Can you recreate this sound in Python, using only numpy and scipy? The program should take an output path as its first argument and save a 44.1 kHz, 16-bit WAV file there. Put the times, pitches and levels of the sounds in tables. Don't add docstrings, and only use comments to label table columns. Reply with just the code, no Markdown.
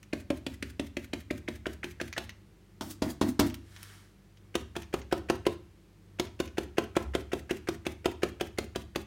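import sys
import numpy as np
from scipy import signal
from scipy.fft import rfft, irfft, next_fast_len
from scipy.io import wavfile
from scipy.ndimage import uniform_filter1d

SR = 44100
rng = np.random.default_rng(int(sys.argv[2]) if len(sys.argv) > 2 else 0)


def digitize_waveform(pressure):
    field = np.atleast_2d(pressure).T
    bounded = np.clip(field, -1, 1)
    quanta = np.round(bounded * 32767).astype(np.int16)
    wavfile.write(sys.argv[1], SR, quanta)


N = 399546
TIME = np.arange(N) / SR

# start_s, thump_db, crunch_db
STABS = [(0.133, -27.5, -39.5), (0.3042, -24, -38), (0.4663, -31.5, -37.5), (0.6268, -36, -36.5),
         (0.797, -29, -37), (0.97, -32, -40), (1.135, -31.5, -37), (1.3094, -29.5, -39),
         (1.4859, -31.5, -41), (1.667, -30.5, -39.5), (1.8433, -38, -39.5), (2.0142, -34.5, -37),
         (2.18, -38, -31), (4.5546, -31.5, -28), (4.7653, -36, -35), (4.9402, -26.5, -34.5),
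         (5.1257, -23, -31.5), (5.3, -23.5, -26.5), (5.467, -24, -30), (6.1981, -29.5, -29),
         (6.4017, -26.5, -31), (6.583, -28, -33.5), (6.7833, -24, -30), (6.9671, -22, -31),
         (7.1513, -26.5, -31), (7.3334, -27.5, -35), (7.51, -28, -33), (7.6878, -28.5, -32),
         (7.867, -31.5, -34), (8.058, -24, -29.5), (8.2332, -27, -28.5), (8.4109, -32, -30),
         (8.5862, -32, -29.5), (8.76, -32, -32.5), (8.9596, -29.5, -31)]
# start_s, time_in_paint_s, thump_db, crunch_db, peel_db
DABS = [(2.8107, 0.1, -34, -40.5, -50), (3.0214, 0.083, -24, -36, -50.5),
        (3.2137, 0.076, -21.5, -33, -50.5), (3.3945, 0.074, -18.5, -25.5, -52.5)]
# pitch_hz, level_db
SCRATCH_TONE = [(500, 8), (1100, -13.5), (1500, 4.5), (2000, -1), (2700, -0.5), (3800, -16), (6500, -17.5),
                (15000, -35)]
# pitch_hz, level_db
HISS_TONE = [(600, -4), (2000, -4), (4500, 1), (8000, 0), (12000, -2), (15500, -2.5)]


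def canvas_thumps(cloth_db, easel_db):
    # pitch_ratio, hit_at_right_db, hit_at_left_db, ring_s
    cloth_notes = [(0.599, -34, -10, 0.035), (1.002, -5.5, -3, 0.038), (1.122, -3, 1.5, 0.019),
                   (1.43, -8.5, -4, 0.026), (1.847, -6, -10.5, 0.033), (2.1, -29, -25, 0.0085),
                   (2.9, -18, -10.5, 0.024), (3.6, -16.5, -13, 0.018)]
    # pitch_hz, level_db, ring_s
    easel_notes = [(70.77, -26.5, 0.87), (83.3, -27.5, 0.65), (109.8, -31, 0.72), (155.5, -27.5, 0.33),
                   (222.6, -23, 0.28), (275.2, -12.5, 0.083), (350, -12.5, 0.1), (382.2, -21.5, 0.17)]
    right_hz, left_hz = 281.7, 357
    ratio, right_db, left_db, ring_s = np.transpose(cloth_notes)
    out = np.zeros(N)
    for start, thump_db, _ in STABS:
        left = place(start)
        pitch = np.interp(left, [0, 0.774], [right_hz, left_hz])
        hardness_db = .5 * (thump_db + 26) * np.log2(ratio)
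        notes_db = right_db + left * (left_db - right_db) + hardness_db
        cloth = strike(pitch * ratio, notes_db, ring_s, contact_s=.0012, vary_db=.8, detune=.006)
        easel = strike(*np.transpose(easel_notes), contact_s=0.014, vary_db=2.0, detune=0.025)
        push_db = 0.38 * thump_db - 2 * left
        add(out, start, from_db(thump_db + cloth_db) * cloth)
        add(out, start, from_db(push_db + easel_db) * easel)
    return out


def tips():
    lead_s, upright_hz, slanted_hz = 0.017, 2730, 1566
    starts = np.transpose(STABS)[0]
    lean = slant(starts)
    touches = starts - lead_s * lean
    pitches = upright_hz * (slanted_hz / upright_hz) ** lean
    levels_db = -32.5 - 99 * (place(starts) - 0.44) ** 2
    out, t = np.zeros(N), np.arange(SR // 30) / SR
    envelope = t / 0.0016 * np.exp(1 - t / 0.0023)
    for touch, pitch, db in zip(touches, pitches, levels_db):
        wobble = rms_one(uniform_filter1d(rng.standard_normal(len(t)), size=24))
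        hz = pitch * (1 + 0.19 * wobble)
        add(out, touch, from_db(db) * envelope * np.sin(2 * np.pi * np.cumsum(hz) / SR))
    skid = holds(touches, starts, -54 + 15 * lean, edge_s=0.00071)
    return out + skid * grains(SCRATCH_TONE, spread_db=9.0)


def canvas_bristles():
    # pitch_hz, level_db
    right_tone = [(400, -18), (1000, -12.5), (1600, 2), (2600, 3), (3800, -1), (5000, -6), (6400, -10),
                  (9000, -13.5), (15000, -29)]
    left_tone = [(400, 8.5), (1000, -5.5), (1500, -4), (2000, -12.5), (2900, -5), (5000, -16), (6300, -14),
                 (8000, -21.5), (9500, -19.5), (11000, -25.5), (15500, -26.5)]
    paint_tone = [(600, -14.5), (1100, 3.5), (1800, 15), (3000, 8), (5000, 4), (6400, 5), (8000, 2),
                  (12000, 0.5), (15500, -3.5)]
    starts, _, crunch_db = np.transpose(STABS)
    in_paint_s = np.interp(place(starts), [0, 1], [0.0786, 0.0538])
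    lifts = starts + in_paint_s + 0.0026 * rng.standard_normal(len(starts))
    left = place(TIME)
    tuft = np.sqrt(1 - left) * grains(right_tone, spread_db=1.0)
    tuft += np.sqrt(left) * grains(left_tone, spread_db=5.5)
    crunch = from_db(7.0) * swells(starts - .0004, crunch_db, rise_s=0.00077, fall_s=0.0044) * tuft
    peel_db = -61 + 3 * slant(starts)
    pressed = from_db(-1.0 + 2.3 * left) * holds(starts, lifts, peel_db, edge_s=0.002)
    stickiness = from_db(10.5 - 2.2 * left)
    peel = stickiness * swells(lifts, peel_db, rise_s=0.0043, fall_s=0.008)
    return crunch + np.hypot(pressed, peel) * grains(paint_tone, spread_db=9)


def crush(delay_s=0.0043):
    starts, thump_db, _ = np.transpose(STABS)
    levels_db = -28 + 1.9 * (thump_db + 22.5)
    envelope = swells(starts + delay_s, levels_db, rise_s=0.0018, fall_s=0.0039)
    return place(TIME) * envelope * grains(SCRATCH_TONE, spread_db=1.5)


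def palette():
    # pitch_hz, level_db, ring_s
    board_notes = [(70.5, -25, 0.87), (97.2, -18, 0.5), (141, -22.5, 0.44), (215, -19, 0.14),
                   (236.3, -24, 0.38), (277, 4.5, 0.023), (286.5, -14, 0.26), (337, -18.5, 0.33),
                   (370, -11, 0.078), (437, 0.5, 0.015), (635, -13.5, 0.12), (990, -6, 0.022)]
    # pitch_hz, level_db
    rattle_tone = [(150, -6), (240, 4.5), (320, 6), (400, -13), (520, -23), (640, -10.5), (1000, -26.5),
                   (2000, -22), (6000, -59)]
    crunch_tone = [(400, 10), (1000, 8), (2000, -2), (3500, -0.5), (6000, -3.5), (8000, -10), (12000, -14),
                   (15500, -23)]
    starts, in_paint_s, thump_db, crunch_db, peel_db = np.transpose(DABS)
    lifts = starts + in_paint_s
    knocks = np.zeros(N)
    for start, db in zip(starts, thump_db):
        knock = strike(*np.transpose(board_notes), contact_s=0.0013, vary_db=-0.5, detune=0.0097)
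        add(knocks, start, from_db(db + 7.5) * knock)
    rattle = holds(starts + 0.0039, lifts, thump_db - 10.5, edge_s=0.0098)
    rattle *= grains(rattle_tone, spread_db=3.0)
    crunch = from_db(5) * swells(starts - .0005, crunch_db, rise_s=0.00078, fall_s=0.014)
    crunch *= grains(crunch_tone, spread_db=12)
    pressed = from_db(-4.0) * holds(starts, lifts, peel_db, edge_s=.005)
    peel = from_db(8.5) * swells(lifts, peel_db, rise_s=0.0077, fall_s=0.014)
    return knocks + rattle + crunch + np.hypot(pressed, peel) * grains(HISS_TONE, spread_db=0.5)


def brush_ticks(gap_s=0.0085, second_db=-10):
    # start_s, level_db, treble_offset_db
    ticks = [(0.0277, -34, -15.5), (2.1264, -21.5, -24), (2.2921, -23, -25), (3.396, -14.5, -6),
             (3.498, -26.5, -20), (3.5412, -26.5, -11.5), (3.762, -30, -25), (3.828, -33.5, -3),
             (4.37, -42.5, -29), (4.8297, -32, -31), (5.014, -32, -36), (6.2686, -34.5, -30),
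             (6.4748, -30.5, -30)]
    # pitch_hz, level_db
    tick_tone = [(1300, 2), (1700, 3), (2500, 6.5), (3300, 1), (4800, -3.5), (6500, -0.5), (8000, -28),
                 (15000, -35)]
    second_ticks = np.add(ticks, [gap_s, second_db, 0])
    starts, db, treble_db = np.vstack([ticks, second_ticks]).T
    middle = swells(starts + 0.0017, db - 15.0, rise_s=0.00044, fall_s=0.0051)
    top = swells(starts + 0.00188, db + treble_db + 0.5, rise_s=0.00026, fall_s=0.0018)
    return middle * grains(tick_tone, spread_db=-10.5) + top * grains(HISS_TONE, spread_db=0)


def easel_rock(start_s=7.042, pitch_hz=68.2, level_db=-24.5, ring_s=0.48):
    out = np.zeros(N)
    note = np.transpose([(pitch_hz, level_db, ring_s)])
    add(out, start_s, strike(*note, contact_s=0.036, vary_db=1.5, detune=0))
    return out


def glove(middle_s=3.865, half_length_s=0.17, level_db=-56):
    # pitch_hz, level_db
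    rub_tone = [(500, -10), (1000, -6), (1600, 0.5), (2700, -5), (4200, -6), (6000, -9), (10000, -11),
                (15500, -20)]
    swell = np.exp(-((TIME - middle_s) / half_length_s) ** 2)
    return from_db(level_db) * swell * grains(rub_tone, spread_db=1)


def studio(x):
    # pitch_hz, level_db, ring_s
    echo_bands = [(248, -5.5, 0.38), (480, -9.5, 0.29), (990, -6, 0.31), (1950, -10.5, 0.38),
                  (4000, -10, 0.34), (7940, -12, 0.33), (15200, -19, 0.16)]
    cuts = np.sort([0] + [round((row[0] - .03) * SR) for row in list(STABS) + list(DABS)] + [N])
    t, out = np.arange(SR // 3) / SR, np.zeros(N)
    white = rng.standard_normal((3, len(cuts) - 1, len(t)))
    close = np.exp(-t / 0.003) * (t > .0002)
    echoes = from_db(-9.5) * band(white[2] * close, 1780, 20000) / np.sqrt(np.sum(close ** 2))
    build_up = 1 - np.exp(-(t / 0.0041) ** 2)
    for k, hz in enumerate(250 * np.sqrt(2) ** np.arange(13)):
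        decay = np.exp(-np.log(1000) * t / at_hz(echo_bands, hz, axis=2)) * build_up
        noise = band(white[k % 2], hz / 2 ** (1 / 4), hz * 2 ** (1 / 4))
        echoes += from_db(at_hz(echo_bands, hz)) * noise * decay / np.sqrt(np.sum(decay ** 2))
    for start, end, echo in zip(cuts, cuts[1:], echoes):
        add(out, start / SR, signal.fftconvolve(x[start:end], echo))
    return out


def background(hum_hz=98.1, beat_s=0.806, lull_s=4.22, beat_depth=0.63):
    # pitch_hz, level_db
    air_tone = [(45, -9), (120, -2), (200, 1.5), (250, -16), (320, -2.5), (450, -13), (650, -19.5),
                (1000, -21.5), (2000, -23.5), (4000, -28.5), (8000, -33.5), (15500, -38.5)]
    phase = 2 * np.pi * hum_hz * TIME
    beat = 1 - beat_depth * np.cos(2 * np.pi * (TIME - lull_s) / beat_s)
    hum = from_db(-59) * beat * np.sin(phase)
    octaves = from_db(-63) * np.sin(phase / 2) + from_db(-71) * np.sin(2 * phase)
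    return from_db(-60) * grains(air_tone, spread_db=0.0) + np.sqrt(2) * (hum + octaves)


def place(s):
    # time_s, place_0_to_1
    path = [(0.1, 0.28), (0.55, 0.041), (2.2, 0.59), (4.5, 0.91), (5.4, 0.85), (6.4, 0.94), (7.5, 0.75),
            (8.55, 0.92), (9, 0.96)]
    return np.clip(np.interp(s, *np.transpose(path)), 0, 1)


def slant(s, steepest_place=0.68, width=0.38):
    return np.exp(-((place(s) - steepest_place) / width) ** 2)


def strike(hz, db, ring_s, contact_s, vary_db, detune):
    t, chance = np.arange(SR // 2) / SR, rng.standard_normal((2, len(hz)))
    strengths = from_db(db + vary_db * chance[0])
    hz = hz * (1 + detune * chance[1])
    rings = np.sin(2 * np.pi * hz[:, None] * t) * np.exp(-np.log(1000) * t / ring_s[:, None])
    return strengths @ rings * (1 - np.exp(-t / contact_s))


def grains(tone, spread_db):
    size = next_fast_len(N)
    slips = rng.standard_normal(size) * from_db(spread_db * np.clip(rng.standard_normal(size), -2, 2))
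    hz = np.arange(size // 2 + 1) * SR / size
    bass_cut = 1 / np.sqrt(1 + (tone[0][0] / (hz + 1)) ** 6)
    return rms_one(irfft(rfft(slips) * from_db(at_hz(tone, hz)) * bass_cut, size)[:N])


def swells(times, levels_db, rise_s, fall_s):
    out, t = np.zeros(N), np.arange(-SR // 8, SR // 4) / SR
    power = np.exp(2 * np.where(t < 0, t / rise_s, -t / fall_s))
    for s, db in zip(times, levels_db):
        skip = max(0, -round((s + t[0]) * SR))
        add(out, s + t[0], from_db(db) ** 2 * power[skip:])
    return np.sqrt(out)


def holds(starts, ends, levels_db, edge_s):
    out = np.zeros(N)
    for start, end, db in zip(starts, ends, levels_db):
        add(out, start, np.full(max(1, round((end - start) * SR)), from_db(db)))
    smoothing = np.exp(-1 / (edge_s * SR))
    return signal.lfilter([1 - smoothing], [1, -smoothing], out + 1e-18)


def from_db(db):
    return 10 ** (np.asarray(db) / 20)


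def rms_one(x):
    return x / np.sqrt(np.mean(x ** 2) + 1e-20)


def at_hz(points, hz, axis=1):
    points = np.array(points)
    return np.interp(np.log(np.maximum(hz, 1)), np.log(points[:, 0]), points[:, axis])


def add(track, s, sound):
    i = max(0, round(s * SR))
    track[i:i + len(sound)] += sound[:max(0, N - i)]


def band(x, low_hz, high_hz):
    band_pass = signal.butter(2, [low_hz, min(high_hz, .45 * SR)], "band", fs=SR, output="sos")
    return signal.sosfilt(band_pass, x + 1e-18)


def scene():
    brush = tips() + canvas_bristles() + crush() + brush_ticks()
    near = canvas_thumps(cloth_db=12.0, easel_db=-4.5) + easel_rock() + brush + palette() + glove()
    room = studio(near)
    sound = near + room + background()
    side = from_db(-21.5) * band(np.roll(room, SR // 1000), 3000, 15000)
    return np.array([sound + side, sound - side])


def record(dry):
    low_hz, high_hz = 42, 16100
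    thin = signal.sosfilt(signal.butter(4, low_hz, "high", fs=SR, output="sos"), dry)
    return signal.sosfilt(signal.ellip(10, .2, 80, high_hz, fs=SR, output="sos"), thin)


dry = scene()
out = record(dry)
digitize_waveform(out)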